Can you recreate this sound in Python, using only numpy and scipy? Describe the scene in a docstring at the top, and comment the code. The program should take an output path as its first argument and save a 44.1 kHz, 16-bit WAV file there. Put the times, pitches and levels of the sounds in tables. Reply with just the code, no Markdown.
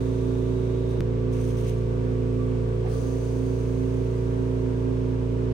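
"""On a workshop bench a small gas torch hisses over a brass instrument: coloured turbulent noise and a ring.
Now and then the flame licks the solder: the noise surges as sizzles, spits and flares.
A twin-piston compressor nearby, probably the torch's oxygen concentrator, drones in harmonics of its shaft
rate and slows as pressure builds. When its valve switches, the motor speeds up and vented gas hisses away.
One dry click, a decaying step, sounds as the drone jumps; cabinet air and faint whistles lie behind."""
import sys
import numpy as np
from scipy import signal
from scipy.fft import rfft, irfft
from scipy.io import wavfile

SR = 44100
rng = np.random.default_rng(int(sys.argv[2]) if len(sys.argv) > 2 else 0)


def dump(signal):
    """Clip the signal to [-1, 1] and save it as 16-bit WAV at the path in sys.argv[1]."""
    limited = np.clip(np.atleast_2d(signal).T, -1, 1)
    pcm = np.round(limited * 32767).astype(np.int16)
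    wavfile.write(sys.argv[1], SR, pcm)


N = 243873
TIME = np.arange(N) / SR

CLICK_S, VALVE_S = 1.0066, 2.845  # a click, where the hiss stops and the drone jumps; the valve's switch
FREE_SPEED, LOADED_SPEED, RACING_SPEED = 29.02, 28.76, 29.24  # reference shaft speeds, turns per s


def from_db(db):
    """Decibel definition: amplitude ratio of a level difference."""
    return 10 ** (np.asarray(db) / 20)


def rms_one(x):
    """Normalisation to unit root-mean-square amplitude."""
    return x / np.sqrt(np.mean(x ** 2) + 1e-20)


def in_time(rows):
    """Linear interpolation of rows (t/s, value) over the whole scene."""
    return np.interp(TIME, *np.transpose(rows))


def at_hz(rows, hz):
    """Interpolation of each column of a spectrum along a logarithmic frequency axis."""
    points, *columns = np.transpose(rows)
    return [np.interp(np.log(hz), np.log(points), column) for column in columns]


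def pan(db):
    """Constant-power panning: left and right gains for a left-right level difference."""
    gains = from_db(np.array([[.5], [-.5]]) * db)
    return gains / np.sqrt(np.mean(gains ** 2, axis=0))


def drift(rate_hz):
    """Low-pass random process: slow motion of rms 1, computed at every hundredth sample."""
    pole = np.exp(-200 * np.pi * rate_hz / SR)
    draws = rng.standard_normal(N // 100 + 1002)
    slow = signal.lfilter([1], [1, -2 * pole, pole * pole], draws)[1000:]  # without the settling time
    return np.interp(np.arange(N) / 100, np.arange(len(slow)), rms_one(slow))


def rush(spectrum, order=4):
    """Turbulence as Gaussian noise shaped by a spectral density, falling steeply beyond the table's ends."""
    hz = np.maximum(np.arange(N // 2 + 1) * SR / N, 1)
    level_db, pan_db, width_db = at_hz(spectrum, hz)
    skirts = np.minimum(1, np.minimum(hz / spectrum[0][0], spectrum[-1][0] / hz)) ** order
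    mid, side = rfft(rng.standard_normal((2, N)))
    width = from_db(width_db)
    both = (mid + width * side * [[1], [-1]]) / np.hypot(1, width)
    return irfft(both * pan(pan_db) * from_db(level_db) * skirts, N) * np.sqrt(SR / 2)


def resonance(centre_hz, width_hz):
    """Resonance excited by broadband flow: stereo noise through one band-pass, rms 1."""
    edges = [centre_hz - width_hz / 2, centre_hz + width_hz / 2]
    band = signal.butter(2, edges, "band", fs=SR, output="sos")
    return rms_one(signal.sosfilt(band, rng.standard_normal((2, N))))


def gusts(rows, rise_s, fade_s):
    """Incoherent addition: flows (t/s, length/s, level/dB) rise, hold and die away, summed in power."""
    power = 0
    for start, length, db in rows:
        rise = np.clip((TIME - start) / rise_s, 0, 1)
        fade = np.exp(-np.maximum(TIME - start - length, 0) / fade_s)
        power = power + (from_db(db) * rise * fade) ** 2
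    return np.sqrt(power)


PREVIOUS_VALVE_S, JUMP_S = -.9, .01  # the previous cycle still runs out at the start; time to fall silent


def valve_cycle():
    """Cycle timing: seconds since the last switch, and hiss gate (0-1), silent from click to next switch."""
    age = TIME - np.where(TIME < VALVE_S, PREVIOUS_VALVE_S, VALVE_S)
    hissing = np.clip((CLICK_S - TIME) / JUMP_S, 0, 1) + (TIME >= VALVE_S)
    return age, hissing


SLOWEST_SPEED, RELIEF_SPEED = 28.71, .62  # turns per s: the floor, and the scale of the gain on relief
SPIN_UP_AFTER_S, SPIN_UP_S, PRESSURE_BUILD_S = .06, .11, 2.05


def shaft_speed(age, hissing):
    """Torque balance: the relieved motor spins up after a moment, then slows as the pressure builds again."""
    spin_up = np.clip((age - SPIN_UP_AFTER_S) / SPIN_UP_S, 0, 1)
    return SLOWEST_SPEED + RELIEF_SPEED * hissing * spin_up * np.exp(-age / PRESSURE_BUILD_S)


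RELIEF_AFTER_S, RELIEF_S = .108, .028  # after the switch: centre and time scale of the pressure's release


def back_pressure(age, speed):
    """Piston loading (0-1): it grows as the motor slows, and lets go smoothly after the valve switches."""
    building = np.clip((FREE_SPEED - speed) / (FREE_SPEED - LOADED_SPEED), 0, 1) ** 3
    return np.maximum(building, .5 - .5 * np.tanh((age - RELIEF_AFTER_S) / RELIEF_S))


# pitch of a second, nearly steady hum, perhaps a fan, near the ninth shaft harmonic: t/s, f/Hz
FAN_HUM_PITCH = [(0, 261.43), (1, 260.05), (2, 259.2), (3, 259.53), (5.53, 260.27)]
FAN_SHARE_FREE, FAN_SHARE_LOADED = 0.27, 0.49  # the hum's amplitude as a share of that harmonic


def fan_beat(tone_angle, load):
    """Beating by phasor addition: level/dB of a tone sliding in and out of step with the fan's hum."""
    fan_angle = 2 * np.pi * np.cumsum(in_time(FAN_HUM_PITCH)) / SR
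    share = np.clip(FAN_SHARE_FREE + load * (FAN_SHARE_LOADED - FAN_SHARE_FREE), 0, .9)
    return 20 * np.log10(np.abs(1 + share * np.exp(1j * (tone_angle - fan_angle))))


# the way from the pistons through cabinet and room
DIFFUSE_HZ, ECHO_S, SMEAR_S_PER_HZ, CABINET_HZ, BASS_LEAD_HZ = 330, .014, .000087, 440, 120
LOAD_LAG_S = .0016  # strokes come earlier once back pressure lets go, which bends the upper tones upward
WANDER, FLUTTER = .065, .025  # slow and quick unsteadiness of the upper tones, as shares of amplitude


def tone(shaft, load, order, left_lead):
    """Dispersion: bass keeps step with the pistons; higher tones come later, smeared by cabinet and room."""
    hz = order * FREE_SPEED
    diffuse = min(hz / DIFFUSE_HZ, 1) ** 2
    free, loaded = np.exp(1j * diffuse * rng.normal(0, [.4, .5]))
    scatter = np.angle(free + load * (loaded - free))
    # the two strokes come unevenly spaced, the more so under load: the odd bass tones lag
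    limp = order % 2 * (1 - diffuse) * (1.4 + .9 * load)
    # the cabinet delays each pitch differently, which draws the stroke out into a soft throb
    smear = SMEAR_S_PER_HZ * (1 if hz < CABINET_HZ else .3)
    delay_turns = (ECHO_S + LOAD_LAG_S * load) * hz + smear * (hz - CABINET_HZ) ** 2 / 2
    echo = 2 * np.pi * diffuse * delay_turns
    # the deepest tones lead a little; standing waves reach the two sides at different moments
    side_lead = left_lead * np.array([[1], [0]])
    phase = order * shaft + scatter - limp - echo + BASS_LEAD_HZ / hz + side_lead
    wander = WANDER * (drift(2.1) + 1j * drift(1.1))
    flutter = FLUTTER * (drift(6) + 1j * drift(8.9))
    unsteady = 1 + diffuse * (wander + flutter)
    return np.sqrt(2) * (unsteady * np.exp(1j * phase)).real


# harmonics of the shaft rate, before beat, waver and falter: multiple, racing level/dB, free level/dB,
# loaded level/dB, left-right level/dB, phase lead of left over right/rad
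SHAFT_HARMONICS = [(2, -31.7, -31.1, -30.8, -3, -0.2), (3, -48.5, -50.3, -53.7, -3, -0.1),
                   (4, -29.5, -28.5, -28.0, -1, -0.2), (5, -40, -38.7, -37.2, -1, -0.3),
                   (6, -44.3, -41.7, -42.0, -1, 0.0), (7, -49.5, -47.3, -42.7, 2, 0.8),
                   (9, -33.8, -32.4, -35.3, -14, -0.4), (10, -58, -60.1, -55.6, 1, 1.3),
                   (11, -48, -45.2, -46.6, 9, -2.5), (12, -48, -54, -57, 8, -0.0),
                   (13, -35.5, -33.6, -35, -9, -0.3), (14, -52.5, -55.1, -53.5, -3, 0.1),
                   (15, -39.5, -39, -37.3, -4, -0.5), (16, -42.5, -43.3, -47.3, -7, -0.5),
                   (17, -41, -44.3, -39.6, -2, -1.3), (18, -46.5, -48.3, -45.8, -2, 1.2),
                   (19, -67, -56, -50.5, -5, -2.2), (20, -59, -55.1, -55.5, 2, 0.0),
                   (21, -56, -62, -64.2, -8, 2.8), (22, -53, -52.0, -58.5, -1, 0.8),
                   (23, -57.5, -61.7, -57.8, -3, -1.5), (24, -64, -63.1, -59.0, -10, -2.9),
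                   (25, -62.5, -67.9, -61.8, -4, -1.1), (30, -62, -62.1, -69.2, -5, 0.6),
                   (32, -66, -61.3, -64.3, -6, 2.8), (33, -61, -59.3, -62, 3, -0.5),
                   (35, -65, -63.2, -68.5, 4, 2.2), (36, -68, -62.3, -64.1, 6, 2.0),
                   (39, -74, -68.1, -66.1, -2, 1.8), (40, -63.5, -64.4, -60.4, 1, 0.8),
                   (47, -75, -68.9, -70.1, 5, 2.4)]
# added level of the thirteenth harmonic, which wavers: t/s, level/dB
THIRTEENTH_WAVER = [(0, 0), (.65, 2.8), (1.0, 1.5), (1.1, 0), (2.85, 0), (3.05, -1), (4.8, 0.2),
                    (5.35, -3.5), (5.53, 0)]
# while the motor spins up, the tones around one pitch briefly falter
FALTER_DB, FALTER_AFTER_S, FALTER_WIDTH_S, FALTER_HZ, FALTER_WIDTH_HZ = -11, 0.14, 0.042, 370, 45
GAP_S = .0005  # a very brief gap in the drone at the click


def compressor(shaft, racing, load, beat_db):
    """Harmonic series: two strokes a turn favour low even tones; back pressure shifts the balance."""
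    out = np.zeros((2, N))
    beats = {9: beat_db, 13: in_time(THIRTEENTH_WAVER)}
    falter_db = FALTER_DB * np.exp(-((TIME - VALVE_S - FALTER_AFTER_S) / FALTER_WIDTH_S) ** 2)
    for multiple, racing_db, free_db, loaded_db, pan_db, left_lead in SHAFT_HARMONICS:
        order = round(multiple)
        level_db = free_db + racing * (racing_db - free_db) + load * (loaded_db - free_db)
        nearness = np.exp(-((order * FREE_SPEED - FALTER_HZ) / FALTER_WIDTH_HZ) ** 2)
        level_db = level_db + beats.get(order, 0) + falter_db * nearness
        out += from_db(level_db) * pan(pan_db) * tone(shaft, load, order, left_lead)
    return out * (1 - np.exp(-((TIME - CLICK_S) / GAP_S) ** 2))


# the torch's turbulent jet: f/Hz, density level/dB per Hz, left-right level/dB, side-mid level/dB
JET_SPECTRUM = [(2024, -88, 3, 0), (2370, -88.5, 2, -3.5), (3440, -91.5, 1.5, 2), (4100, -96, 3.5, -2),
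                (5630, -98, 6.5, 0), (6500, -99, 3.5, -2.5), (7060, -102, 2.5, 1.5), (8150, -100, -0.5, 2),
                (9050, -104, -2, -0.5), (10630, -113, -3.5, -5), (11800, -116, 2, 22.5),
                (13600, -120, -1, -4), (14800, -111, 1, -4), (15500, -103, 0, 18)]
# gain of the jet's treble as the hand turns the torch: t/s, level/dB
JET_TREBLE_GAIN = [(0, 2.5), (.6, 1), (.99, -1), (1.03, -1.5), (1.28, -2), (1.85, 0.5), (2.7, 1.5),
                   (4.3, 1), (5.53, -1)]
TREBLE_FROM_HZ = 7000


def torch(edge_hz=3680, edge_width_hz=480, edge_db=-62.0):
    """Jet noise: an even hiss, brighter or duller as it turns, rings where it grazes the brass until the click."""
    jet = rush(JET_SPECTRUM, order=8)
    hz = np.arange(N // 2 + 1) * SR / N
    treble = irfft(rfft(jet) * (1 - 1 / (1 + (hz / TREBLE_FROM_HZ) ** 8)), N)
    graze = from_db(edge_db) * pan(2.8) * resonance(edge_hz, edge_width_hz) * (TIME < CLICK_S)
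    return jet + treble * (from_db(in_time(JET_TREBLE_GAIN)) - 1) + graze


# sizzling flux, before the gain of licks and spits: f/Hz, density level/dB per Hz,
# left-right level/dB, side-mid level/dB
SIZZLE_SPECTRUM = [(1800, -96, 7, -8), (3000, -92, -6.5, -1), (4650, -97, 3, 0.5), (6500, -94, 1, -7),
                   (7300, -99, 1, 4), (8700, -94, -7.5, -5), (11000, -99, 1, 0), (12300, -100, -2.5, 21),
                   (13800, -102, 2, -11), (15500, -100, -2, 8.5)]
# the flame licks the solder: t/s, length/s, sizzle gain level/dB before sputter and crackle, flare level/dB
FLAME_LICKS = [(.86, .045, -7, -74), (1.303, 0.087, -2, -61), (1.378, 0.14, -0.5, -64),
               (1.548, .06, -0.5, -59), (1.619, 0.062, 0.5, -54)]
# hot flux spits, gain at onset: t/s, level/dB
FLUX_SPITS = [(.908, 0), (1.441, -3), (1.487, -4)]
LICK_RISE_S, LICK_FADE_S = 0.034, 0.075


def solder(sputter_db=1.5, crackle_db=1.9, spit_s=0.0036, flare_hz=2600, flare_width_hz=1500,
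           ring_hz=6150, ring_width_hz=700, ring_db=-63):
    """Amplitude-modulated noise: at each lick flux sizzles and crackles; the deflected flame flares lower."""
    start, length, sizzle_db, flare_db = np.transpose(FLAME_LICKS)
    surges = from_db(sputter_db * drift(25) + crackle_db * drift(300))
    heat = gusts(zip(start, length, sizzle_db), LICK_RISE_S, LICK_FADE_S) * surges
    spits = sum(from_db(db) * (TIME >= at) * np.exp(-np.abs(TIME - at) / spit_s) for at, db in FLUX_SPITS)
    sizzle = rush(SIZZLE_SPECTRUM) + from_db(ring_db) * resonance(ring_hz, ring_width_hz)
    flare_gain = gusts(zip(start, length, flare_db), LICK_RISE_S, LICK_FADE_S)
    return sizzle * (heat + spits) + flare_gain * resonance(flare_hz, flare_width_hz)


VALVE_HZ, VALVE_DB = 736, -39.5


def valve(width_hz=240, rise_s=.012, fall_s=.016, pan_db=-6,
          rasp_hz=1700, rasp_width_hz=1600, rasp_db=-10, rasp_late_s=.012):
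    """Transient excitation of resonances: one soft, hollow puff, followed at once by a light rasp."""
    age = np.maximum(TIME - VALVE_S - np.array([[0], [rasp_late_s]]), 0)
    swell = (1 - np.exp(-age / rise_s)) * np.exp(-age / fall_s)
    puff, rasp = swell / swell.max()
    rasp_sound = from_db(rasp_db) * rasp * resonance(rasp_hz, rasp_width_hz)
    sound = puff * resonance(VALVE_HZ, width_hz) + rasp_sound
    return from_db(VALVE_DB) * pan(pan_db) * sound


# vented gas, before the flow's gain: f/Hz, density level/dB per Hz, left-right level/dB, side-mid level/dB
VENT_SPECTRUM = [(2510, -99, -3, -7), (3800, -94.5, -2, -3.5), (4700, -89, 7, -2), (5040, -95, 3, -6),
                 (5820, -91, 5.5, 0.5), (6400, -95.5, 7, -1), (6900, -98.5, 12, -6.5), (8900, -92.5, -4, 2),
                 (10860, -100, 0.5, -9.5), (11900, -105, 0, 26), (13200, -109, -6, -8),
                 (15400, -92.5, 2.5, 8)]
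# a quick rise with a short first burst, then a steady fall
VENT_DB, VENT_RISE_S, VENT_FALL_DB_PER_S = -1, 0.082, 8.5
VENT_BURST_DB, VENT_BURST_S = 3, .06


def vent(age, hissing, flutter_db=0.5, ring_hz=6350, ring_width_hz=620, ring_db=-57.5, ring_rise_s=0.13):
    """Decaying outflow: the hiss is sharp, then thins as pressure falls; the outlet's ring blooms later."""
    since_peak = np.maximum(age - VENT_RISE_S, 0)
    flow = hissing * from_db(VENT_DB - VENT_FALL_DB_PER_S * since_peak + flutter_db * drift(16))
    burst = from_db(VENT_BURST_DB * np.exp(-since_peak / VENT_BURST_S))
    hiss = rush(VENT_SPECTRUM) * np.minimum(age / VENT_RISE_S, 1) ** 1.4 * burst
    ring = from_db(ring_db) * pan(6) * resonance(ring_hz, ring_width_hz)
    return flow * (hiss + ring * np.minimum(age / ring_rise_s, 1) ** 2)


def click(rise_s=.00003, fall_s=0.0007, scale_db=-17.5):
    """Decaying step: a single dry click as the drone jumps."""
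    age = np.maximum(TIME - CLICK_S, 0)
    return from_db(scale_db) * (1 - np.exp(-age / rise_s)) * np.exp(-age / fall_s)


# air in the cabinet, before throb, gust and trim: f/Hz, density level/dB per Hz,
# left-right level/dB, side-mid level/dB
CABINET_AIR_SPECTRUM = [(25.7, -83, 2, -8), (60.4, -68, -11.5, -10.5), (129, -70.5, 4, -12.5),
                        (188, -72.5, -8, -8), (254, -60, -14.5, 6.5), (290, -66, 1, 4.5),
                        (433, -64.5, -10, -8), (555, -77, -2.5, -0.5), (756, -80, 2, 3),
                        (940, -77.5, -0.5, 2), (1410, -85, 6.5, 0), (1486, -77.5, 1.5, 9),
                        (1926, -92.5, 1, -5.5)]


def cooling_air(shaft, load, throb_db=1.0, gust_db=0.8, level_db=-0.3, loaded_db=-0.1, throb_lag_s=0.003):
    """Flow modulation: air rushing through the cabinet throbs once a turn, just after the stronger stroke."""
    throb = np.cos(shaft - 2 * np.pi * FREE_SPEED * throb_lag_s)
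    gain_db = level_db + loaded_db * load + throb_db * throb + gust_db * drift(4.9)
    return rush(CABINET_AIR_SPECTRUM, order=8) * from_db(gain_db)


# brief hollow swells, strongest as the gas escapes: t/s, length/s, f/Hz, bandwidth/Hz, level/dB
DRONE_SWELLS = [(.65, 0.21, 390, 160, -40.5), (.88, 0.12, 408, 150, -38.5), (2.925, 0.051, 450, 30, -33),
                (2.95, .058, 614, 35, -49), (3.0, .04, 357, 60, -42), (3.14, .09, 355, 35, -43),
                (4.57, 0.17, 400, 170, -42.5), (4.856, 0.082, 420, 140, -38.5)]


def hollow_swells(rise_s=0.02, fade_s=0.027, pan_db=-5):
    """Narrow-band noise: short, hollow swells colour the drone."""
    out = np.zeros((2, N))
    for start, length, hz, width_hz, db in DRONE_SWELLS:
        out += gusts([(start, length, db)], rise_s, fade_s) * resonance(hz, width_hz)
    return pan(pan_db) * out


# when the faint whistle sounds: t/s, length/s, level/dB
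WHISTLE_SPANS = [(0, 1.8, -60.5), (2.35, 0.075, -49), (2.85, 0.2, -54.5)]
WHISTLE_RISE_S, WHISTLE_FADE_S = 0.054, 0.055


def whistle(centre_hz=1158, width_hz=30):
    """Sharp resonance of airy noise: a faint whistle comes and goes."""
    return gusts(WHISTLE_SPANS, WHISTLE_RISE_S, WHISTLE_FADE_S) * resonance(centre_hz, width_hz)


START_TURN, SKIP_TURN = .835, .37  # shaft angle at the start, and the drone's skip ahead at the click, turns


def scene():
    """Superposition: the valve cycle sets shaft speed, which drives the drone and tells the pistons' load."""
    age, hissing = valve_cycle()
    speed = shaft_speed(age, hissing)
    turned = 2 * np.pi * np.cumsum(speed) / SR
    shaft = turned + 2 * np.pi * (START_TURN + SKIP_TURN * (TIME >= CLICK_S))
    load = back_pressure(age, speed)
    racing = np.clip((speed - FREE_SPEED) / (RACING_SPEED - FREE_SPEED), 0, 1) ** 2
    drone = compressor(shaft, racing, load, fan_beat(9 * turned, load))
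    flame = torch() + solder()
    release = valve() + vent(age, hissing)
    background = cooling_air(shaft, load) + hollow_swells() + whistle()
    return drone + flame + release + click() + background


CUTOFF_HZ = 15900


def record(dry):
    """Band limiting: an elliptic low-pass cuts the top steeply; the ends fade within a few milliseconds."""
    fade = np.clip(np.minimum(TIME, TIME[-1] - TIME) / .006, 0, 1)
    low_pass = signal.ellip(12, .1, 80, CUTOFF_HZ, fs=SR, output="sos")
    return fade * signal.sosfilt(low_pass, dry)


dry = scene()
out = record(dry)
dump(out)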